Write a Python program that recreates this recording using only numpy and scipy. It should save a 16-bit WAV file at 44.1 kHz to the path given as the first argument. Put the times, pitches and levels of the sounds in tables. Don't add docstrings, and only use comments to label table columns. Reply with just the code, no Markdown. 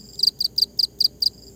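import sys
import numpy as np
from scipy import signal
from scipy.fft import rfft, irfft, next_fast_len
from scipy.io import wavfile
from scipy.ndimage import map_coordinates

SR = 44100
rng = np.random.default_rng(int(sys.argv[2]) if len(sys.argv) > 2 else 0)


def log_audio(samples):
    frames = np.atleast_2d(samples).T
    limited = np.clip(frames, -1, 1)
    pcm = np.round(limited * 32767).astype(np.int16)
    wavfile.write(sys.argv[1], SR, pcm)


N = 68355
T = np.arange(N) / SR

# pitch in Hz, level in dB.
HUM_LINES = [(59.2, -56.5), (129, -61.5), (214, -61), (395, -63), (420, -63), (780, -76.5)]
# peak time in seconds, pitch in Hz, level in dB.
HUM_SWELLS = [(.03, 210.8, -53.5), (.2, 394, -58.5), (.66, 398.4, -58.5), (.7, 591, -63.5),
              (.97, 397.6, -53.5), (1.11, 583, -64.5), (1.4, 585, -64), (1.46, 396, -54.5)]
# frequency in Hz, relative level in dB.
RUMBLE_COLOUR = [(20, -28.5), (40, -22.5), (60, -3), (90, 0.5), (130, -0.5), (220, -2), (320, -5),
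                 (420, -10), (500, -11.5), (700, -19), (1000, -25.5), (1500, -49.5), (3000, -49)]
MEADOW_COLOUR = [(800, -8), (1500, 1.5), (2650, -4.5), (3150, 2.5), (3700, -6), (4800, -0.5), (5600, -4.5),
                 (6650, 14.5), (8400, -6), (9800, -1), (11000, -14.5), (13300, 5.5), (14900, 3),
                 (15800, -15.5)]
CHORUS_COLOUR = [(4200, -23), (5150, -1), (5900, -23)]
# peak time in seconds, level in dB.
FAINT_NOTES = [(.361, -53.5), (.703, -51.5)]
# time in seconds, level in dB.
TRILL_LEVELS = [(0, -54), (.2, -51), (.27, -54), (.31, -70.5), (1.2, -84), (1.3, -62), (1.42, -57),
                (1.5, -52.5), (1.55, -56)]
# start in seconds, level in dB.
ANSWERS = [(-.003, -40), (0.0406, -41), (0.0876, -40.5), (0.132, -39.5), (0.178, -40), (1.333, -47),
           (1.378, -43.5), (1.422, -41), (1.4677, -40.5)]
# age in seconds, pitch in Hz, relative level in dB.
FAR_STROKE_SHAPE = [(0, 5300, -8.5), (.0015, 4910, 3), (.0045, 4800, -3), (.009, 4850, -4),
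                    (0.0122, 4560, -9)]
# time in seconds, level in dB.
WING_OPENINGS = [(.1364, -49), (.157, -41), (.3905, -45), (.5645, -47), (.7755, -49), (.9892, -47.5),
                 (1.2055, -48.5)]
WING_CLOSINGS = [(.29, -52.5), (.462, -54.5), (.637, -56), (1.066, -58), (1.281, -63)]
# frequency in Hz, relative level in dB.
TICK_COLOUR = [(2500, -30.5), (3700, 2.5), (5000, -3), (6600, 2.5), (8500, -7), (12000, -17.5),
               (15000, -10)]
SCUFF_COLOUR = [(500, -0.5), (1200, 0.5), (2200, -6), (3500, -4), (6000, -7.5)]
RASP_COLOUR = [(2500, -43), (3600, -3), (5200, 11), (6200, 5), (7400, 1), (9500, -14.5), (10800, -12.5),
               (11700, -22.5), (13000, -11.5), (14700, 4), (15800, -19.5)]
SIZZLE_COLOUR = [(11500, -42), (12700, -8), (14200, 0), (15600, -15.5)]
# time in seconds, level change in dB.
CATCHES = [(.4487, -5.5), (.8372, -1.5)]
# start, loud length and trailing length in seconds,
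# level in dB, early pitch bend in Hz.
WING_STROKES = [(.1902, .0102, .0145, -18.5, 20), (.2281, .0162, .0092, -7, 24),
                (.2671, .017, .0085, -6, -15), (.4031, .0158, .0095, -12.5, 0),
                (.4412, .0165, .009, -10, -130), (.5778, .016, .0098, -10, 28), (.615, .0192, .0083, -7, 0),
                (.789, .017, .0085, -9, 10), (.827, .018, .0085, -8.7, -15),
                (1.0031, .016, .0093, -8.7, 15), (1.0404, .0186, .008, -6.6, 25),
                (1.2199, .0164, .0088, -10.5, -10), (1.2565, .0173, .0085, -8, 79)]
# progress from 0 to 1, tooth rate in Hz, then relative
# levels in dB of the tone, 2nd harmonic, 3rd harmonic and rasp.
STROKE_SHAPE = [(0, 5750, -44.5, -30.5, -38, -2), (.1, 5204, -11.5, -25, -11, 10),
                (0.202, 4796, -2, -17.5, 4, 2), (0.329, 4784, -0.3, -15.5, -2.5, 1),
                (.48, 4654, -1.5, -5, -13, -2), (0.581, 4433, -9.5, -3, -25.5, -11.5),
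                (0.641, 4444, -20.5, -2.5, -14.5, -1), (0.739, 4187, -9, 1.5, -14.5, -16),
                (0.879, 4010, -13.5, 0, -31, -13), (1, 3728, -26.5, -10.5, -33.5, -3.5)]


def amp(db):
    return 10 ** (np.asarray(db) / 20)


def wobble(rate):
    return map_coordinates(rng.standard_normal(int(N * rate / SR) + 4), [T * rate], mode="nearest")


def filtered(x, response):
    size = next_fast_len(N + 8192)
    return irfft(rfft(x, size) * response(np.fft.rfftfreq(size, 1 / SR)), size)[:N]


def noise(colour):
    freqs, db = np.transpose(colour)
    x = filtered(rng.standard_normal(N), lambda hz: amp(np.interp(np.log(hz + 1), np.log(freqs), db)))
    return x / x.std()


def phase_of(hz):
    return 2 * np.pi * np.cumsum(hz) / SR


def puffs(events, width_s, delay_s=0):
    return sum(amp(db) * np.exp(-np.minimum(((T - s - delay_s) / width_s) ** 2 / 2, 20))
               for s, db in events)


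def gate(t, start, end, edge_s):
    return np.exp(-((t - np.clip(t, start, end)) / edge_s) ** 2)


def window(start, end, margin_s=.008):
    return slice(*np.searchsorted(T, [start - margin_s, end + margin_s]))


def scatter(x, t60, delay_s=0):
    age = np.maximum(T - delay_s, 0)
    tail = rng.standard_normal(N) * amp(-60 * age / t60) * (1 - np.exp(-age / .0009))
    wet = signal.hilbert(signal.fftconvolve(x, tail / np.linalg.norm(tail))[:N])
    shimmer_hz = 111 * wobble(200)
    return np.real(wet * np.exp(1j * phase_of(shimmer_hz)))


def background():
    lines = [(hz, amp(db)) for hz, db in HUM_LINES]
    lines += [(hz, puffs([(s, db)], width_s=.055)) for s, hz, db in HUM_SWELLS]
    hum = np.zeros(N)
    for hz, level in lines:
        sway = amp(np.log10(hz / 20) * wobble(15))
        hum += level * sway * np.sqrt(2) * np.sin(phase_of(hz * (1 + .006 * wobble(14))))
    rumble = amp(-50 + .33 * wobble(9)) * noise(RUMBLE_COLOUR)
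    return amp(1) * hum + rumble + amp(-60.5) * noise(MEADOW_COLOUR)


def faint_notes():
    return np.sin(phase_of(4760 + 100 * wobble(500))) * puffs(FAINT_NOTES, width_s=.0073)


def trilling_insect():
    notes_per_s, centre_hz, fall_hz = 110, 7377, 480
    cycle = np.cumsum(notes_per_s * (1 + .12 * wobble(60))) / SR % 1
    phase = phase_of(centre_hz + fall_hz * (.5 - cycle) + 85 * wobble(990))
    pulse_db = 3.1 * wobble(370) - 3.8 * np.cos(2 * np.pi * cycle)
    notes = (np.sin(phase) + amp(-12) * np.sin(2 * phase)) * amp(pulse_db)
    chorus = amp(-8.5) * noise(CHORUS_COLOUR)
    return amp(np.interp(T, *np.transpose(TRILL_LEVELS))) * (notes + chorus)


def far_cricket():
    spacing_s, harmonics_db = .0128, (0, -25.5, -18.5)
    ages, hz, shape_db = np.transpose(FAR_STROKE_SHAPE)
    jitter_hz, flutter_db = 40 * wobble(700), 1.2 * wobble(450)
    out = np.zeros(N)
    for first, db in ANSWERS:
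        for start in (first, first + spacing_s):
            span = window(start, start + ages[-1])
            age = T[span] - start
            phase = phase_of(np.interp(age, ages, hz) + jitter_hz[span])
            tone = sum(amp(gain) * np.sin(k * phase) for k, gain in enumerate(harmonics_db, 1))
            level = amp(db + np.interp(age, ages, shape_db) + flutter_db[span])
            out[span] += tone * level * gate(age, 0, ages[-1], edge_s=.0008)
    return out


def wing_noises():
    squeak = np.sin(phase_of(14700 + 350 * wobble(1500)))
    squeak *= puffs(WING_OPENINGS[2:], width_s=.002, delay_s=.004)
    tick = noise(TICK_COLOUR) * puffs(WING_OPENINGS, width_s=.0013)
    scuff = noise(SCUFF_COLOUR) * puffs(WING_CLOSINGS, width_s=.0076)
    return tick + amp(7.5) * squeak + scuff


def near_cricket():
    dip_progress, usual_trail_s, sag_hz_per_s = .64, .0098, 33000
    knots, *curves = np.transpose(STROKE_SHAPE)
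    rasp, sizzle = amp(-39.5) * noise(RASP_COLOUR), amp(-19.5) * noise(SIZZLE_COLOUR)
    jitter, flutter_db = .0035 * wobble(500), .25 * wobble(460)
    shiver_db, slip_rad = 3.5 * wobble(610), .43 * wobble(1300)
    catch_db = sum(db * gate(T, s, s, edge_s=.001) for s, db in CATCHES)
    out = np.zeros(N)
    for start, loud_s, trail_s, db, early_hz in WING_STROKES:
        dip, end = start + loud_s, start + loud_s + trail_s
        mid_loud = start + loud_s / 2
        span = window(start, end)
        t = T[span]
        progress = np.interp(t, [start, dip, end], [0, dip_progress, 1])
        hz, tone_db, second_db, third_db, rasp_db = (np.interp(progress, knots, c) for c in curves)
        late_hz = sag_hz_per_s * (usual_trail_s - trail_s)
        bend_hz = np.interp(t, [mid_loud, dip, dip + trail_s / 2, end], [early_hz, 0, late_hz, 0])
        phase = phase_of((hz + bend_hz) * (1 + jitter[span]))
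        turnover = np.arctan((t - dip) / .0005)
        trail_db = (-3.5 - .35 * db) * (t > dip)
        tone_db += db + trail_db + flutter_db[span] + catch_db[span]
        bright_db = -23 + .92 * db
        second_db += -33.5 + .16 * db + shiver_db[span] / 2
        third_db += bright_db + shiver_db[span]
        song = amp(tone_db) * np.sin(phase + turnover)
        song += amp(second_db) * np.sin(2 * phase + slip_rad[span] / 2)
        song += amp(third_db) * np.sin(3 * phase + slip_rad[span])
        scrape = rasp[span] * amp(rasp_db + (db + 5.5) / 2) * gate(t, start, end, edge_s=.00064)
        click = rasp[span] * amp(db + 6) * gate(t, start, start, edge_s=.00084)
        teeth = sizzle[span] * amp(bright_db) * gate(t, mid_loud, dip, edge_s=.005)
        out[span] += song * gate(t, start, end, edge_s=.00068) + scrape + click + teeth
    return out


def scene():
    near = near_cricket() + wing_noises()
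    far = far_cricket() + trilling_insect() + faint_notes()
    soil = amp(-28) * scatter(near, t60=.07, delay_s=.009)
    field = amp(-40) * scatter(near, t60=.55)
    bank = amp(-54.5) * scatter(near, t60=.18, delay_s=.082)
    far_scatter = amp(-13) * scatter(far, t60=.17)
    return (near + far + soil + field + bank + far_scatter + background())[None]


def record(dry):
    top_hz = 15800
    return np.array([filtered(x, lambda hz: hz < top_hz) for x in dry])


dry = scene()
out = record(dry)
log_audio(out)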